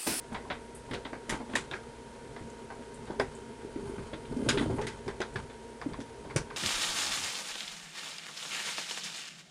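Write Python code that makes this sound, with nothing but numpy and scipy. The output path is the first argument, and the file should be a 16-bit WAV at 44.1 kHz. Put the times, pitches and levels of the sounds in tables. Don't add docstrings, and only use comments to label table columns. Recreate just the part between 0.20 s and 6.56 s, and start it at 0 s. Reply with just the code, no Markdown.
import sys
import numpy as np
from scipy import signal
from scipy.fft import rfft, irfft, next_fast_len
from scipy.io import wavfile

SR = 44100
rng = np.random.default_rng(int(sys.argv[2]) if len(sys.argv) > 2 else 0)


def int16_out(signal):
    q = np.round(np.clip(np.atleast_2d(signal).T, -1, 1) * 32767)
    wavfile.write(sys.argv[1], SR, q.astype(np.int16))


def makeup_ratio(level_db):
    decades = np.asarray(level_db, float) / 20
    return 10 ** decades


N = 280520


def evened(x):
    return x / np.sqrt(np.mean(x ** 2) + 1e-20)


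def read_spectrum(points, hz):
    point_hz, value = np.transpose(points)
    return np.interp(np.log(hz + 1), np.log(point_hz + 1), value)


def filtered(x, spectrum):
    size = next_fast_len(N)
    gain = makeup_ratio(read_spectrum(spectrum, np.fft.rfftfreq(size, 1 / SR)))
    return irfft(rfft(x, size) * gain, size)[..., :N]


def ring(hz, t60, rise):
    t = np.arange(4096) / SR
    envelope = makeup_ratio(-60 * t / t60) * (1 - np.exp(-t / rise))
    return evened(envelope * np.sin(2 * np.pi * hz * t))


def band(lo_hz, hi_hz, rise):
    t = np.arange(4096) / SR
    steep = signal.butter(4, [lo_hz, hi_hz], "band", fs=SR, output="sos")
    return evened(signal.sosfilt(steep, np.exp(-t / rise)))


# start_s [s], echo_decay_factor [ratio]
SPOT_IN_ROOM = [(0, 0.86), (1.4, 0.83), (1.6, 0.7), (1.8, .57), (2.5, 0.69), (3.0, 0.79), (3.45, 0.58),
                (4.0, 0.77), (4.5, 0.84), (5.0, 0.69), (5.9, .68), (6.36, .78)]


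def lingering(s, db, factor, per_db):
    return factor * np.interp(s, *np.transpose(SPOT_IN_ROOM)) - per_db * (db + 34.5)


def echoes(decay_factor, direct_db):
    length, gap_s, build_s = 16384, 0.00037, 0.00029
    t = np.arange(length) / SR
    dense = np.clip(.03 + t / .12, 0, .3)
    shape = (len(decay_factor), length)
    present = rng.random(shape) < dense
    taps = rng.standard_normal(shape) * present * np.sqrt(0.15 / dense)
    taps *= 1 - np.exp(-np.maximum(t - gap_s, 0) / build_s)
    taps[:, 0] = makeup_ratio(direct_db + 15.5 * (1 - decay_factor))
    return signal.stft(taps, SR, nperseg=256)


# pitch_hz [Hz], t60_s [s]
ROOM_DECAY = [(80, 0.24), (300, 0.25), (1000, 0.21), (3000, 0.17), (7000, 0.21), (12000, 0.15)]


def placed(events, direct_db):
    decay_factor = np.clip([event[2] for event in events], .2, 4)
    hz, t, taps = echoes(decay_factor, direct_db)
    t60 = read_spectrum(ROOM_DECAY, hz)[:, None]
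    early = makeup_ratio(-60 * t / t60 / decay_factor[:, None, None])
    late = makeup_ratio(-17.5 - 60 * t / t60 / 1.54)
    tails = signal.istft(taps * (early + late), SR, nperseg=256)[1]
    out = np.zeros(N)
    for (s, db, _, sound), tail in zip(events, tails):
        heard = signal.fftconvolve(sound, tail)
        part = out[round(s * SR):][:len(heard)]
        part += (makeup_ratio(db) * heard / abs(heard).max())[:len(part)]
    return out


# pitch_hz [Hz], level_db [dB rms], wobble_width_hz [Hz]
HUM_TONES = [(58.3, -59.5, 2), (119, -62, 6), (233, -56.5, 11.8), (392, -63, 12), (452, -57.5, 6),
             (473, -60, 8), (676, -66.5, 5), (1520, -83, 22), (2020, -104, 45), (6900, -100, 6.9),
             (940.6, -56.2, 0.6), (8100, -71.5, 2)]


def hum():
    t, out = np.arange(N) / SR, np.zeros(N)
    for hz, db, width_hz in HUM_TONES:
        wander = np.cumsum(rng.standard_normal(N)) * np.sqrt(2 * np.pi * width_hz / SR)
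        out += makeup_ratio(db) * np.sqrt(2) * np.sin(2 * np.pi * hz * t + wander)
    return out


# pitch_hz [Hz], level_db [dB per Hz]
FLOOR_SPECTRUM = [(12, -22), (32, -12), (80, -15), (170, -24), (236, 0.5), (309, -6.5), (450, -0.5),
                  (700, -12), (1000, -15), (1120, -23), (1430, -14), (3030, -22), (8390, -27), (10700, -25),
                  (22000, -35)]


def floor():
    return makeup_ratio(-50) * evened(filtered(rng.standard_normal(N), FLOOR_SPECTRUM))


# start_s [s], effort_db [dB]
EFFORT_CURVE = [(0, -54), (1.0, -66.5), (1.6, -54.5), (2.1, -54), (2.66, -53.5), (2.78, -49), (3.0, -50),
                (3.1, -48.5), (3.43, -53), (3.63, -44.5), (4.0, -51), (4.16, -46), (4.25, -33), (4.4, -39),
                (4.69, -40), (4.84, -53), (5.6, -58.5), (6.36, -51)]
# level_db at middling effort [dB], slope [dB per dB]
FOLLOW_EFFORT = [
    (-50, 0.98),
    (-55, 0.71),
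    (-56, .5),
]
# peak_s [s], level_db [dB], rustle_above_rumble_db [dB]
JOLT_EVENTS = [(.14, -65, -7), (.32, -46, -19), (.56, -54.5, -11), (.73, -45.5, -7), (1.13, -41.5, 1),
               (1.38, -48, 9.5), (3.03, -50.5, -23), (3.66, -49.5, -18), (3.85, -52, -20), (4.13, -47, -17),
               (4.41, -40.5, 0), (4.34, -51, -1), (4.89, -47, -14), (5.19, -46.5, -6), (5.7, -48, -8),
               (6.18, -43, -15)]


def stirring(t):
    rise_db_per_s, fall_db_per_s, shuffle_db = 305, 245, -1.5
    steps = t[::64]
    effort_db = np.interp(steps, *np.transpose(EFFORT_CURVE))
    gains = np.array([makeup_ratio(db + slope * (effort_db + 50.5)) for db, slope in FOLLOW_EFFORT])
    for s, db, rustle_db in JOLT_EVENTS:
        swell = makeup_ratio(np.minimum(rise_db_per_s * (steps - s), fall_db_per_s * (s - steps)))
        gains += makeup_ratio(db + np.array([[shuffle_db], [0], [rustle_db]])) * swell
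    return [np.interp(t, steps, gain) for gain in gains]


# pitch_hz [Hz], level_db [dB per Hz]
SHUFFLE_SPECTRUM = [(71, -21), (120, -10.5), (183, -9), (249, -1), (317, -8.5), (405, -3), (611, -18.5),
                    (962, -27), (1500, -48), (1950, -72), (3300, -120)]
# pitch_hz [Hz], level_db [dB per Hz]
RUMBLE_SPECTRUM = [(12, -35), (22, -11), (33, -3.5), (45, -2), (70, -11.5), (118, 3.5), (165, -7),
                   (220, -50), (370, -120)]
# pitch_hz [Hz], level_db [dB per Hz]
RUSTLE_SPECTRUM = [(530, -40), (900, 9), (1150, -1), (2100, -6.5), (3000, -7), (4500, -14), (9800, -16.5),
                   (12500, -35), (22000, -40)]


def moves():
    t, out = np.arange(N) / SR, np.zeros(N)
    spectra = SHUFFLE_SPECTRUM, RUMBLE_SPECTRUM, RUSTLE_SPECTRUM
    contacts_per_s, smear_t60_s = (220, 300, 900), (.12, .12, .06)
    for gain, spectrum, per_s, t60 in zip(stirring(t), spectra, contacts_per_s, smear_t60_s):
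        strength = makeup_ratio(1.85 * np.minimum(rng.exponential(1, N), 2.5))
        bumps = (rng.random(N) < per_s / SR) * rng.standard_normal(N) * strength
        smear = rng.standard_normal(6000) * makeup_ratio(-60 * t[:6000] / t60)
        out += gain * evened(filtered(signal.fftconvolve(bumps, smear)[:N], spectrum))
    return out


# pitch_hz [Hz], level_db [dB], t60_s [s]
OBJECT_MODES = [(616, -11.5, 0.034), (1093, -62, 0.27), (1600, -13, 0.02), (1810, -11, 0.004),
                (3400, -7.5, 0.0029), (4360, -17.5, 0.0063)]
# start_s [s], level_db [dB peak], hollow_body_db [dB], crack_db [dB]
TUB_KNOCKS = [(.2518, -38.5, 24, -21), (.6858, -40.5, 23, -18.5), (1.1244, -27.5, 0, -34),
              (1.2017, -36.5, 8.5, -32), (1.298, -40, 2, -10), (1.3342, -28, 6, -7), (3.933, -31, -16, -13),
              (4.4149, -31.5, 2, -19), (4.5014, -36.5, 5, -26), (4.5835, -29.5, 8, -33),
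              (4.6006, -44, 1, -10), (4.8794, -29, 0, -30), (5.299, -41, -10, -13), (5.615, -32, -1, -34),
              (5.7349, -34.5, -3, -17), (5.803, -36, -0.5, -7), (6.1, -36.5, -6, -28),
              (6.303, -33, -10, -34)]
# start_s [s], level_db [dB peak], hollow_body_db [dB], crack_db [dB]
BOX_KNOCKS = [(.1196, -35, 9, -25), (0.7345, -26.5, -1, -4), (0.9308, -32, 2.5, -30),
              (1.513, -29.5, 1.5, -6), (1.535, -27, -7, -27), (2.5027, -33.5, 9, -23), (2.872, -38, 4, -32),
              (2.9038, -31.5, 17, -26), (3.4117, -44, 5, -23), (3.7818, -37, -1, -27),
              (4.052, -38.5, -16, -1), (4.2876, -15, -10, -1.5), (5.017, -25.5, -2, -15),
              (5.158, -24.5, -3, -14), (6.0494, -39, 20, -1), (6.1616, -23.5, -5, -7.5)]
# start_s [s], level_db [dB peak], hollow_body_db [dB], crack_db [dB]
LID_KNOCKS = [(.1455, -26.5, 3, -15), (.3013, -24, -1.5, -10), (.7112, -30, -2, -18), (.852, -27, 2.5, -13),
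              (1.0944, -23.5, -5, -6.5), (1.3542, -18, -8, -3.5), (2.163, -37, 3, -31),
              (2.9976, -19.5, 1.5, -15), (3.5583, -44, -5, -21), (4.3743, -21.5, -13, -3),
              (4.6141, -31, -7, -14), (4.6682, -27, -23, -5), (5.004, -27, 3.5, -8)]


def knocks():
    body = band(550, 1000, .00003)
    clack = band(1000, 2500, .00003)
    crack = band(2500, 4100, .00003)
    modes = np.array([makeup_ratio(db) * ring(hz, t60, 0.000086) for hz, db, t60 in OBJECT_MODES])
    events = []
    for object_hz, rows in ((990, TUB_KNOCKS), (1600, BOX_KNOCKS), (1990, LID_KNOCKS)):
        main_mode = .5 * ring(object_hz, 0.013, 0.00064)
        for s, db, body_db, crack_db in rows:
            struck = makeup_ratio(3 * rng.standard_normal(len(modes))) @ modes
            sound = clack + main_mode + struck + makeup_ratio(body_db) * body + makeup_ratio(crack_db + 3) * crack
            events.append((s, db, lingering(s, db, 1.094, 0.00088), sound))
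    return placed(events, direct_db=7)


# start_s [s], level_db [dB peak], panel_hz [Hz], deep_thud_db [dB]
PADDED_THUMPS = [(0.12, -31.5, 223, -17), (.243, -43, 385, -11.5), (0.71, -30, 237, -23),
                 (2.209, -35.5, 243, -6), (2.25, -38.5, 229, -7), (2.329, -43, 392, -19),
                 (3.445, -34, 375, -18), (3.559, -33, 330, -18), (3.626, -34, 216, -6),
                 (3.695, -34, 350, -11), (3.783, -32, 235, -4.5), (4.166, -26, 245, -14),
                 (4.198, -31, 244, -13), (4.222, -24, 245, -13), (4.409, -24, 260, -14),
                 (4.498, -22, 393, -7.5), (4.531, -28, 280, -23), (4.868, -30, 380, -4),
                 (5.003, -23, 392, -26), (5.09, -39, 417, -16), (5.152, -27.5, 385, 0),
                 (5.661, -25, 273, -34), (5.712, -37, 256, -20), (6.045, -37, 288, -3)]
# start_s [s], level_db [dB peak], panel_hz [Hz], deep_thud_db [dB]
FIRM_THUMPS = [(0.301, -31, 234, -28), (.734, -31, 467, -20.5), (0.851, -34, 266, -8),
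               (0.928, -29, 235, -26), (1.086, -31.5, 220, -19), (1.122, -26.5, 243, -23),
               (1.202, -32.5, 240, -24), (1.292, -34, 250, -27), (1.337, -27.5, 252, -22),
               (1.356, -34, 237, 2), (1.511, -36, 300, -3), (1.54, -34.5, 388, -20),
               (2.592, -36.5, 242, -24), (2.899, -26, 221, -23), (2.9978, -16, 397, -33),
               (3.93, -33, 300, -8), (4.114, -34.5, 258, -6), (4.263, -22.5, 260, 0), (4.275, -31, 266, -5),
               (4.289, -24, 258, -20), (4.368, -22, 250, -19), (4.458, -25, 300, 0),
               (4.577, -27.5, 154, -8), (5.787, -28.5, 264, -9), (6.159, -18.5, 130, -9)]


def thumps():
    deep = band(75, 165, 0.00027)
    panel = band(165, 330, 0.00027)
    upper = band(330, 640, 0.00027)
    events = []
    for upper_db, rows in ((-14.5, PADDED_THUMPS), (-3, FIRM_THUMPS)):
        for s, db, hz, deep_db in rows:
            sound = ring(hz, 0.054, 0.00026) + 0.18 * panel
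            sound += makeup_ratio(deep_db) * deep + makeup_ratio(upper_db) * upper
            events.append((s, db, lingering(s, db, 1.19, 0.015), sound))
    return placed(events, direct_db=15)


# start_s [s], level_db [dB peak], pitch_hz [Hz], half_width [octaves]
TICK_EVENTS = [(.129, -40, 9000, 0.42), (0.5497, -33, 9500, 0.24), (.7103, -42, 8250, 0.24),
               (0.735, -33, 4400, .3), (1.0943, -23, 7000, 0.6), (1.3019, -45, 8100, .22),
               (1.354, -17.5, 5300, 0.55), (1.512, -41, 5070, 0.16), (1.543, -42, 5000, .28),
               (2.3012, -43, 6900, .14), (2.5525, -45, 8100, .22), (2.7433, -36.5, 8400, 0.19),
               (2.8554, -45, 8100, .22), (2.9975, -29, 4600, 0.14), (3.1512, -38.5, 7650, .18),
               (4.168, -46, 4960, .25), (4.2896, -12, 4770, 0.13), (4.614, -37.5, 5010, .3),
               (4.669, -27, 4700, 0.1), (4.8793, -39, 5100, .15), (5.004, -34, 4770, .38),
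               (5.017, -38, 5500, .2), (5.1402, -42, 7800, .2), (5.1586, -39, 4670, .22),
               (5.506, -46, 8100, .2), (5.6145, -46, 4800, 0.2), (5.8043, -38, 4900, 0.27),
               (6.162, -17, 5050, 0.21)]


def ticks():
    events = []
    for s, db, hz, width in TICK_EVENTS:
        if hz < 6000:
            air_db, air_slope_db = 6.5, -21
            decay_factor = lingering(s, db, 1, .004)
        else:
            air_db, air_slope_db = -15, 47
            decay_factor = lingering(s, min(db, -33), 0.94, -0.03)
        top_hz = min(hz * 2 ** width + 50, 11500)
        snap = band(hz / 2 ** width, top_hz, .00002)
        air = makeup_ratio(air_db + air_slope_db * min(width, .3)) * band(top_hz, 13000, .00002)
        events.append((s, db, decay_factor, snap + air))
    return placed(events, direct_db=7)


# start_s [s], level_db [dB peak], pitch_hz [Hz], t60_s [s]
REBOUND_EVENTS = [(.1478, -33, 2100, .012), (.149, -38, 3100, .01), (.254, -41, 1050, .03),
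                  (.3025, -34, 1900, .012), (.7345, -35, 3100, .012), (.736, -34, 1750, .025),
                  (.752, -38, 4400, .008), (.8505, -38, 3600, .01), (.9315, -37, 1800, .01),
                  (1.0985, -30, 7000, .01), (1.0985, -30, 1900, .012), (1.359, -26, 3800, .02),
                  (1.359, -30, 7200, .02), (1.3705, -26, 1000, .02), (1.513, -37, 3580, .012),
                  (1.5375, -32, 1650, .03), (1.539, -37, 2500, .02), (2.1655, -39, 2000, .008),
                  (2.503, -38, 1500, .015), (2.999, -28, 1850, .04), (3.0, -27, 1034, .06),
                  (4.309, -26, 2200, .02), (4.292, -26, 5000, .02), (4.8805, -39, 5200, .008),
                  (5.005, -36, 3500, .01), (5.0175, -36, 6100, .008), (5.0175, -30, 1550, .03),
                  (5.1585, -29, 1700, .05), (5.615, -36, 1750, .012), (5.615, -43, 4800, .006),
                  (5.735, -42, 4700, .008)]


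def rebounds():
    return placed([(s, db, .45, ring(hz, t60, .0003)) for s, db, hz, t60 in REBOUND_EVENTS], direct_db=24)


# start_s [s], level_db [dB peak], pitch_hz [Hz], t60_s [s]
PING_EVENTS = [(.154, -38, 1050, 0.033), (.306, -31, 583, 0.053), (.736, -43, 3130, .015),
               (.853, -42, 3200, .015), (1.357, -28.5, 580, 0.021), (1.513, -42, 3580, .015),
               (2.908, -38, 870, 0.03), (2.998, -28, 4980, .008), (2.999, -31, 3480, 0.014),
               (2.999, -24, 1550, 0.035), (3.935, -40, 3450, .015), (4.295, -26.5, 6760, 0.031),
               (4.392, -25, 420, 0.042), (4.43, -26, 295, 0.045), (4.67, -37, 2100, 0.028),
               (5.016, -37, 4940, .012), (5.622, -32.5, 1100, 0.017), (5.742, -35, 1060, .025),
               (6.108, -39, 1050, 0.019), (6.164, -32.5, 2260, 0.027), (6.311, -34, 1046, 0.019),
               (6.163, -31, 5700, 0.01), (6.162, -25.5, 9130, 0.008), (1.3547, -17.5, 1830, .014),
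               (3.012, -27, 800, 0.056)]


def pings():
    return placed([(s, db, .6, ring(hz, t60, 0.00081)) for s, db, hz, t60 in PING_EVENTS], direct_db=21)


# start_s [s], level_db [dB peak], pitch_hz [Hz], t60_s [s]
PANEL_NOTES = [(1.513, -33, 330, .03), (2.993, -33, 400, .03), (2.999, -28, 262, .15),
               (3.446, -33, 400, .03), (3.447, -37, 245, .05), (3.559, -31, 278, .05),
               (3.697, -35, 240, .05), (3.782, -33, 245, .07), (3.932, -35, 570, .05),
               (4.415, -34, 850, .04), (4.6, -36, 850, .05), (4.11, -33, 253, .08), (4.165, -29, 256, .08),
               (4.198, -33, 250, .05), (4.223, -28, 248, .1), (4.262, -28, 270, .08),
               (4.282, -28, 520, .05), (4.305, -28, 240, .08), (4.374, -25, 268, .1),
               (4.395, -25, 262, .08), (4.409, -22, 265, .06), (4.461, -25, 300, .04),
               (4.499, -24, 420, .06), (4.527, -29, 380, .04), (4.536, -26, 300, .05), (4.6, -32, 430, .08),
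               (4.615, -31, 500, .06), (4.884, -28, 400, .03), (5.668, -31, 270, .05),
               (5.69, -33, 300, .02), (5.724, -34, 200, .04)]


def panel_notes():
    return placed([(s, db, .55, ring(hz, t60, .0015)) for s, db, hz, t60 in PANEL_NOTES], direct_db=24)


# start_s [s], level_db [dB rms]
SWISH_CURVE = [(3.55, -80), (3.68, -58.5), (3.85, -72), (4.1, -70), (4.22, -59), (4.27, -56), (4.42, -54),
               (4.5, -68), (4.57, -54), (4.62, -70), (4.7, -78)]


def swish():
    grains = rng.standard_normal(N) * (rng.random(N) < .15)
    level_db = np.interp(np.arange(N) / SR, *np.transpose(SWISH_CURVE), left=-120, right=-120)
    return makeup_ratio(level_db) * evened(signal.oaconvolve(grains, band(8400, 13000, .00002))[:N])


def scene():
    steady = hum() + floor()
    contacts = moves() + knocks() + thumps() + ticks()
    details = rebounds() + pings() + panel_notes() + swish()
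    return (steady + contacts + details)[None]


def top_cut(x):
    return signal.sosfilt(signal.butter(12, 12370, fs=SR, output="sos"), x)


# pitch_hz [Hz], level_db [dB]
MICROPHONE_RESPONSE = [(20, -0.5), (8500, -1.5), (10300, -3.5), (11300, -12.5), (12000, -23.5),
                       (12500, -45), (14000, -90)]


def record(dry):
    mix = filtered(dry, MICROPHONE_RESPONSE)
    return top_cut(mix)


dry = scene()
out = record(dry)
int16_out(out)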